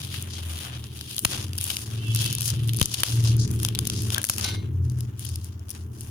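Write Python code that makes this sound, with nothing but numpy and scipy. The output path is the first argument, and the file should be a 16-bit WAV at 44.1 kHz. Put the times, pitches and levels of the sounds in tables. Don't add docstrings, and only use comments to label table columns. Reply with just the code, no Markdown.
import sys
import numpy as np
from scipy import signal
from scipy.fft import rfft, irfft
from scipy.io import wavfile
from scipy.ndimage import uniform_filter1d

SR = 44100
rng = np.random.default_rng(int(sys.argv[2]) if len(sys.argv) > 2 else 0)


def pcm_store(signal):
    levels = np.round(np.clip(np.atleast_2d(signal), -1, 1) * 32767)
    wavfile.write(sys.argv[1], SR, levels.astype(np.int16).T)


def magnitude_from_level(level_db):
    exponent = np.asarray(level_db, float) / 20
    return 10 ** exponent


N = 269186
TIME = np.arange(N) / SR
LAG_SAMPLES = 19

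# start_s, firing_hz, order4_db, order5_db, order6_db, order7_db, growl_db
ENGINES = [(0.0, 22.6, -39, -40, -41, -52, -45), (0.49, 20.8, -36, -52, -51, -52, -48),
           (0.9, 19.4, -38, -52, -39, -48, -48), (1.18, 18.6, -50, -51, -51, -52, -50),
           (1.24, 18.5, -49, -47, -44, -47, -39), (1.5, 18.3, -50, -35, -41, -42, -44),
           (1.65, 18.2, -52, -40, -52, -45, -49), (2.07, 18.7, -45, -40, -28, -45, -41),
           (2.31, 19.0, -50, -52, -28, -37, -41), (2.44, 19.1, -52, -41, -30, -41, -48),
           (2.58, 19.3, -43, -37, -21, -39, -40), (2.73, 19.3, -49, -47, -26, -47, -40),
           (2.83, 19.3, -39, -35, -36, -38, -34), (2.92, 19.3, -48, -51, -41, -48, -45),
           (3.14, 19.4, -40, -43, -23, -47, -40), (3.45, 19.2, -38, -34, -23, -32, -34),
           (3.69, 19.0, -37, -47, -28, -47, -38), (3.83, 18.9, -36, -50, -26, -34, -37),
           (4.05, 18.6, -46, -28, -31, -45, -35), (4.28, 18.3, -52, -48, -44, -52, -46),
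           (4.42, 18.1, -46, -30, -37, -42, -40), (4.58, 17.9, -52, -28, -35, -48, -38),
           (4.68, 17.8, -52, -28, -45, -37, -41), (4.98, 17.4, -52, -26, -44, -29, -44),
           (5.16, 17.3, -52, -38, -38, -41, -48), (5.32, 17.2, -52, -32, -43, -37, -49),
           (5.68, 16.9, -52, -44, -45, -52, -51), (5.92, 16.8, -52, -38, -49, -39, -45),
           (6.1, 16.7, -52, -43, -42, -44, -48)]
# centre_hz, width_hz, level_db
GROWL = [
    (217, 16.5, -0.5),
    (267, 150, 3.5),
    (288, 90, 0.5),
    (390, 180, -7.5),
]
# freq_hz, level_db
HISS = [(240, -25.5), (400, 1), (460, -3), (1070, 1.5), (1530, -4), (8060, -58), (10200, -32.5),
        (13500, -7), (15000, -17), (16500, -1)]
# start_s, body_db, blister_db, crackle_db, top_db
RUSTLE = [(0.0, -47.5, -40.5, -43, -41), (0.1, -53, -42, -51, -45), (0.15, -45, -33, -45, -35.5),
          (0.27, -49, -51.5, -55.5, -49), (0.33, -50, -42, -40, -50.5), (0.45, -48, -44.5, -53, -41.5),
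          (0.64, -44, -38, -42.5, -38.5), (0.71, -48, -50, -55, -56), (0.75, -43.5, -41.5, -44, -49),
          (0.79, -53, -50, -62, -48.5), (1.05, -58.5, -43, -50, -45.5), (1.17, -56, -40.5, -53, -37.5),
          (1.22, -71, -56, -74, -43), (1.27, -45, -36, -37, -35), (1.34, -37.5, -36, -34.5, -39),
          (1.53, -55, -56, -58.5, -52.5), (1.6, -56, -37, -57, -34.5), (1.68, -43, -36, -38.5, -30.5),
          (1.85, -51.5, -51, -45, -45), (2.03, -48, -45, -51.5, -48.5), (2.16, -53, -40.5, -38, -41.5),
          (2.24, -41.5, -31, -36, -30.5), (2.37, -59, -47, -50, -54), (2.47, -45, -38, -29, -27.5),
          (2.54, -49, -46, -45, -49), (2.63, -52.5, -46.5, -59, -48), (2.77, -63, -46.5, -56, -51),
          (2.82, -68, -41, -31, -38), (2.86, -52.5, -48, -41, -47.5), (3.11, -45.5, -39, -38.5, -35),
          (3.21, -46, -46, -40.5, -46), (3.3, -47, -38.5, -33.5, -37), (3.36, -50, -50, -56, -55),
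          (3.399, -49.5, -72, -29, -71), (3.55, -51.5, -56, -56.5, -43), (3.65, -45.5, -43, -39.5, -41),
          (3.71, -53, -48.5, -65, -58), (3.98, -48, -46, -36, -44), (4.09, -49, -49, -46, -42),
          (4.14, -44.5, -39, -36, -35), (4.18, -37, -46, -45, -59), (4.26, -55.5, -52, -42, -41),
          (4.42, -39, -44, -35, -37.5), (4.46, -38, -34, -37, -38.5), (4.64, -54, -63, -62, -67),
          (4.74, -59.5, -77, -62.5, -67), (4.95, -60, -78, -58.5, -66), (5.0, -53.5, -74, -50.5, -59),
          (5.15, -62, -74, -65, -80), (5.2, -60, -51, -55.5, -42.5), (5.27, -54.5, -52, -42.5, -49),
          (5.41, -60, -59, -55, -58), (5.47, -60, -58, -55, -52), (5.57, -64, -77, -61, -95),
          (5.67, -59, -81, -61, -72), (5.71, -63.5, -63, -57, -62), (5.75, -53, -56, -49, -53),
          (5.88, -64.5, -78, -67, -65.5), (6.0, -57, -60, -52.5, -50), (6.1, -58, -57, -55, -49)]
# freq_hz, density_db
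CRUST = [(290, -36), (500, -6), (885, -9), (966, -8), (1570, -8), (2190, -11), (3250, -3), (4110, -6),
         (4830, -3), (6470, -5), (7820, -11), (10000, 0), (13400, -12), (15100, -4), (16500, -23)]
EDGES_HZ = (380, 2500, 4200, 7500, 15800)
# start_s, peak_db, top_rel_db
TICKS = [(0.016, -34, -14), (0.224, -38.5, 14), (0.8402, -32.5, -23), (0.9897, -35, -5),
         (1.0102, -28, -4.5), (1.1113, -33.5, 0), (1.1448, -34, 2), (1.1645, -36, 15), (1.1911, -30, 13.5),
         (1.4822, -43, -3), (1.532, -31, -1.5), (1.5538, -42, 6), (1.5652, -48, 7), (1.5793, -33, 12),
         (1.584, -24.5, 2), (1.611, -26.5, 5.5), (1.6404, -32, 16), (1.7022, -22, -1.5), (1.7314, -32, -5),
         (1.743, -31, -13), (1.7674, -23.5, 1.5), (2.1475, -29.5, 12.5), (2.1598, -24.5, 9),
         (2.3089, -29.5, -2), (2.327, -27, 7), (2.3338, -35, 4), (2.3503, -26.5, 8), (2.3834, -26.5, 3),
         (2.4071, -25.5, 6.5), (2.4181, -31, 9), (2.428, -39, 5), (2.479, -27.5, 8), (2.5024, -27, 8),
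         (2.6757, -42, 17), (2.684, -36.5, 6), (2.692, -28.5, 2.5), (2.7174, -48, -13), (2.7338, -29.5, 7),
         (2.7446, -31.5, -2), (2.7639, -37, 13), (2.7695, -34.5, 14), (2.787, -29.5, -3),
         (2.7972, -28.5, 7), (2.8272, -20.5, 3), (2.9996, -28.5, 1), (3.004, -36, 16), (3.239, -34.5, 8),
         (3.3662, -44, 17), (3.4, -59, 29), (3.4762, -35.5, 1), (3.5126, -36.5, 6), (3.5376, -46, -2),
         (3.561, -50, 11), (3.5909, -39.5, 7.5), (3.5996, -32, 5), (3.6307, -28.5, 11), (3.6485, -16, -1.5),
         (3.6633, -34, 8), (3.686, -24.5, 1.5), (3.7494, -24.5, -1), (3.755, -33, -5), (3.7886, -20, 3),
         (3.8094, -45, 11), (3.8523, -29, 1), (3.8988, -20.5, -0.5), (4.02, -35, 11.5), (4.0337, -37, 7),
         (4.1029, -25, -2), (4.1307, -38, 8), (4.1449, -22.5, 4), (4.1622, -27, -13), (4.1811, -22.5, 4),
         (4.2158, -29, 5), (4.2305, -38, 13), (4.2494, -36, 15), (4.2679, -38, 12), (4.2884, -29, 4),
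         (4.3816, -28, 9.5), (4.4104, -25.5, -7), (4.8982, -44, 4), (4.9192, -51, 10.5), (4.987, -46, 5),
         (5.0064, -37, 8), (5.194, -43, 16), (5.29, -39, 11), (5.3572, -34, 8), (5.4442, -44.5, 14.5),
         (5.5942, -49.5, 1), (5.6842, -42, -4), (5.7039, -39.5, 16), (6.008, -42, 14.5), (6.0146, -45, 6)]
# start_s, peak_db, body_rel_db, top_rel_db, left_minus_right_db, burst_ms
SNAPS = [(0.141, -28, -16, -5, 10.5, 5.9), (1.1807, -12, -31, -4, 7, 2.3), (1.2481, -4.5, -19, -3, 1, 5.5),
         (2.4542, -32, -40, 1, 22.5, 9), (2.8128, -4.5, -16.5, -5, 0.5, 4.1),
         (2.8569, -12, -35, 6.5, 4, 1.6), (2.939, -14.5, -39, -3, 4, 8.6), (2.9427, -22, -38, -21, 17, 3.5),
         (3.033, -4.5, -20.5, -1, 3.5, 3.4), (3.87, -19, -38, 2.5, 7.5, 5.5),
         (4.2409, -10, -20.5, 1.5, 6, 1.6), (4.2964, -12, -16.5, 4.5, 3, 4.5),
         (4.442, -14, -47, -13, 5, 7.1), (5.248, -38, -21.5, 6, 18.5, 7), (5.6917, -38.5, -26, 7, 11, 5.4),
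         (5.7093, -46, -22, 6, 23, 7)]
# start_s, peak_db, pitch_hz
PUFFS = [
    (1.252, -16.5, 104),
    (2.814, -8, 105),
    (3.034, -48, 100),
    (4.297, -24, 105),
]
# start_s, level_db
HORN = [
    (1.98, -56),
    (2.1, -39),
    (2.152, -51),
    (2.25, -36),
    (2.398, -52),
    (2.618, -53),
    (2.66, -69),
]
# multiple, level_db
HORN_ORDERS = [
    (8, 0),
    (9, -2),
    (10, -7),
]
# start_s, peak_db, pitch_hz
KNOCKS = [
    (4.162, -26, 1540),
    (4.18, -20.5, 1610),
    (4.454, -27.5, 806),
]
# pitch_hz, level_db, t60_s
PLATE = [(1513, -14, 0.24), (1949, -25, 2.5), (2143, -10, 0.42), (2363, -19, 0.36), (2955, -25, 0.93),
         (3252, -16, 0.66), (3634, -9, 0.42), (3720, -13, 0.3), (3962, 0, 0.3), (4226, -7, 0.34),
         (4344, -11, 0.28), (4463, -18, 0.33), (4678, -15, 0.38), (4888, -7, 0.2), (5486, -16, 0.42),
         (5895, -6, 0.24), (6331, -15, 0.43)]
# start_s, level_db
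PLATE_HITS = [
    (4.441, -27.5),
    (4.482, -34),
    (4.545, -44),
]


def rms(x):
    return np.sqrt(np.mean(x ** 2))


def curves(table):
    s, *columns = np.transpose(table)
    return [np.interp(TIME, s, c) for c in columns]


def band(x, lo_hz, hi_hz, order=2):
    return signal.sosfilt(signal.butter(order, [lo_hz, hi_hz], "bandpass", fs=SR, output="sos"), x)


def colour(x, table, size=1024):
    hz, db = np.transpose(table)
    log_hz = np.log(np.fft.rfftfreq(size, 1 / SR) + 1)
    log_gain = np.interp(log_hz, np.log(hz), db) * np.log(10) / 20
    cep = irfft(log_gain)
    cep = np.r_[cep[0], 2 * cep[1:size // 2], np.zeros(size // 2)]
    impulse = irfft(np.exp(rfft(cep)))
    return signal.fftconvolve(x, impulse[None], axes=1)[:, :N]


def walk(rate_hz):
    hold = int(SR / rate_hz)
    steps = np.repeat(rng.standard_normal(N // hold + 1), hold)
    return 1.84 * uniform_filter1d(uniform_filter1d(steps, hold), hold)[:N]


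def ring(start_s, hz, t60_s):
    t = np.clip(TIME - start_s, 0, None)
    return np.sin(2 * np.pi * hz * t) * np.exp(-np.log(1000) * t / t60_s)


def ports(pair, alike):
    late = np.roll(pair[0], LAG_SAMPLES, axis=-1)
    return np.array([pair[0], alike * late + np.sqrt(1 - alike ** 2) * pair[1]])


def pan(left_minus_right_db):
    return magnitude_from_level(np.array([[left_minus_right_db], [-left_minus_right_db]]) / 2)


def drone(turns, order_db, blur=0.33):
    levels = order_db + [order_db[-1] - 9.5]
    total = 0
    for order, db in enumerate(levels, 4):
        waver = 1 + blur * (walk(14) + 1j * walk(13))
        total = total + magnitude_from_level(db + 0.02) * np.sqrt(2) * (np.exp(2j * np.pi * order * turns) * waver).real
    return total


def exhaust_growl(turns, jitter_turns=0.008, breath=0.55, street_s=0.05):
    pulses = np.diff(np.floor(turns + jitter_turns * walk(15)), prepend=0)
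    echo_s = np.arange(SR // 4) / SR
    echoes = rng.standard_normal(SR // 4) * np.exp(-echo_s / street_s)
    smeared = signal.fftconvolve(pulses, echoes)[:N]
    noise = rng.standard_normal((2, N))
    noise[0] = breath * noise[0] + smeared / rms(smeared)
    growl = sum(magnitude_from_level(db) * band(noise, hz - width / 2, hz + width / 2, order=1) for hz, width, db in GROWL)
    mid, side = band(growl + 0.4 * noise, 150, 405, order=5)
    return np.array([mid + 0.4 * side, mid - 0.4 * side])


def engines():
    hz, *order_db, growl_db = curves(ENGINES)
    turns = np.cumsum(hz) / SR
    tones = band(drone(turns, order_db), 67, 173, order=3) * magnitude_from_level(np.array([[0.6], [-0.6]]))
    growl = exhaust_growl(turns)
    deep = band(rng.standard_normal(N), 26, 36, order=3)
    boom = band(rng.standard_normal((2, N)), 75, 141.5, order=3)
    mid, side = boom / rms(boom) * magnitude_from_level(np.max(order_db, axis=0) - 9.5)
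    boom = np.array([mid + 0.13 * side, mid - 0.25 * side])
    return tones + boom + magnitude_from_level(growl_db) * (growl / rms(growl) + magnitude_from_level(-13) * deep / rms(deep))


def hiss(level_db=-54.5):
    noise = colour(rng.standard_normal((2, N)), HISS)
    return noise / rms(noise) * magnitude_from_level(level_db)


def crust(buses):
    unit = colour(rng.standard_normal((1, N)), CRUST)
    total = 0
    for k, (x, lo_hz, hi_hz) in enumerate(zip(buses, EDGES_HZ, EDGES_HZ[1:])):
        region = band(colour(x, CRUST), lo_hz, hi_hz) / rms(band(unit, lo_hz, hi_hz))
        total = total + (-1) ** k * region
    return total


def rustle(per_s=2300, size_db=3.2, smear_ms=1.2, flicker_db=1.3, pan_db=4.0):
    sizes = magnitude_from_level(size_db * np.minimum(rng.exponential(size=N), 4))
    grains = (rng.random(N) < per_s / SR) * sizes
    puffs = signal.lfilter([1], [1, -np.exp(-1000 / smear_ms / SR)], grains)
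    stream = puffs / rms(puffs) * magnitude_from_level(flicker_db * walk(70))
    noise = ports(stream * rng.standard_normal((2, N)), 0.1) * pan(pan_db)
    return crust([noise * magnitude_from_level(db - 2.0 + walk(40)) for db in curves(RUSTLE)])


def fractures(rows, rise_ms, spread_db):
    size = 1024
    ms = np.arange(size) / SR * 1000
    uneven = magnitude_from_level(spread_db * rng.standard_normal((len(rows), 1, size)))
    cracks = rng.standard_normal((len(rows), 2, size)) * uneven
    blister_db = 3 * rng.standard_normal(len(rows))
    buzz = magnitude_from_level(-20) * np.exp(-ms / 4)
    buses = np.zeros((4, 2, N + size))
    for (s, db, body, top, pan_db, length_ms), crack, lean in zip(rows, cracks, blister_db):
        shape = np.clip(ms / rise_ms, 0, 1) * (np.exp(-(ms / length_ms) ** 3) + buzz)
        burst = ports(crack * shape / rms(crack), 0.13) * pan(pan_db)
        region_db = db + np.array([body, lean - 3.0, -lean - 3.0, top])
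        i = int(s * SR)
        buses[:, :, i:i + size] += magnitude_from_level(region_db)[:, None, None] * burst
    return crust(buses[:, :, :N])


def ticks():
    rows = []
    for s, db, top in TICKS:
        pan_db = 6 + 2 * rng.standard_normal()
        tear_ms = 2.2 * magnitude_from_level(0.12 * (db + 25))
        rows.append((s, db - 0.5, -13.0, top + 0.12, pan_db, tear_ms))
    return fractures(rows, rise_ms=0.6, spread_db=4)


def snaps():
    rows = [(s, db - 11.0, body + 15.6, top + 4.0, 1.3 * pan_db, ms) for s, db, body, top, pan_db, ms in SNAPS]
    return fractures(rows, rise_ms=0.8, spread_db=4)


def air_puffs():
    thumps = sum(magnitude_from_level(db + 6.0) * ring(s, hz, 0.027) for s, db, hz in PUFFS)
    return band(thumps, 93, 900) * np.array([[1.6], [0.4]])


def horn(pitch_hz=340):
    on = (TIME > HORN[0][0]) & (TIME < HORN[-1][0])
    level = uniform_filter1d(on * magnitude_from_level(curves(HORN)[0] - 3), size=900)
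    turns = np.cumsum(pitch_hz * (1 + 0.008 * walk(30))) / SR
    pair = np.zeros((2, N))
    for port in pair:
        for order, db in HORN_ORDERS:
            echoes = (walk(60) + 1j * walk(60) + 0.9) * magnitude_from_level(2.5 * walk(20))
            port += magnitude_from_level(db) * (echoes * np.exp(2j * np.pi * order * turns)).real
    return level * pair


def hollow_knocks():
    hollow = sum(magnitude_from_level(db) * ring(s, hz, 0.026) * (1 + 0.5 * walk(300)) for s, db, hz in KNOCKS)
    return np.array([1.25 * hollow, 0.5 * np.roll(hollow, LAG_SAMPLES)])


def plate(rattle=0.25, max_t60_s=0.3):
    strikes = magnitude_from_level(2 * rng.standard_normal((len(PLATE_HITS), 2, len(PLATE))))
    total = np.zeros((2, N))
    for (s, hit_db), gains in zip(PLATE_HITS, strikes):
        for k, (hz, db, t60_s) in enumerate(PLATE):
            mode = ring(s, hz, min(t60_s, max_t60_s)) * (1 + rattle * walk(90))
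            total += magnitude_from_level(hit_db + db) * gains[:, k, None] * mode
    return total


def kitchen(x, t60_s=0.4, wet_db=-20):
    t = np.arange(SR // 2) / SR
    tail = rng.standard_normal((2, len(t))) * np.exp(-np.log(1000) * t / t60_s) * (t > 0.004)
    tail = tail / np.sqrt(np.sum(tail[0] ** 2))
    return x + magnitude_from_level(wet_db) * signal.fftconvolve(x, tail, axes=1)[:, :N]


def ducking(depth_db, release_s):
    push = 0
    for s, db, _, _, _, ms in SNAPS:
        release = np.exp(-np.clip(TIME - s, 0, None) / release_s)
        push = push + magnitude_from_level(db + depth_db) * (TIME > s + ms / 1000) * release
    return 1 / (1 + uniform_filter1d(push, size=88))


def scene():
    far = (engines() + horn() + hiss()) * ducking(depth_db=34.0, release_s=0.01)
    near = (rustle() + kitchen(ticks() + snaps())) * ducking(depth_db=2.0, release_s=0.0068)
    return far + near + kitchen(air_puffs() + hollow_knocks() + plate())


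def band_limit(x):
    return signal.sosfilt(signal.butter(12, 16800, fs=SR, output="sos"), x)


def record(dry):
    heard = band(dry, 25, 15900, order=5)
    mix = np.tanh(1.528 * heard) / 1.624
    return band_limit(mix)


dry = scene()
out = record(dry)
pcm_store(out)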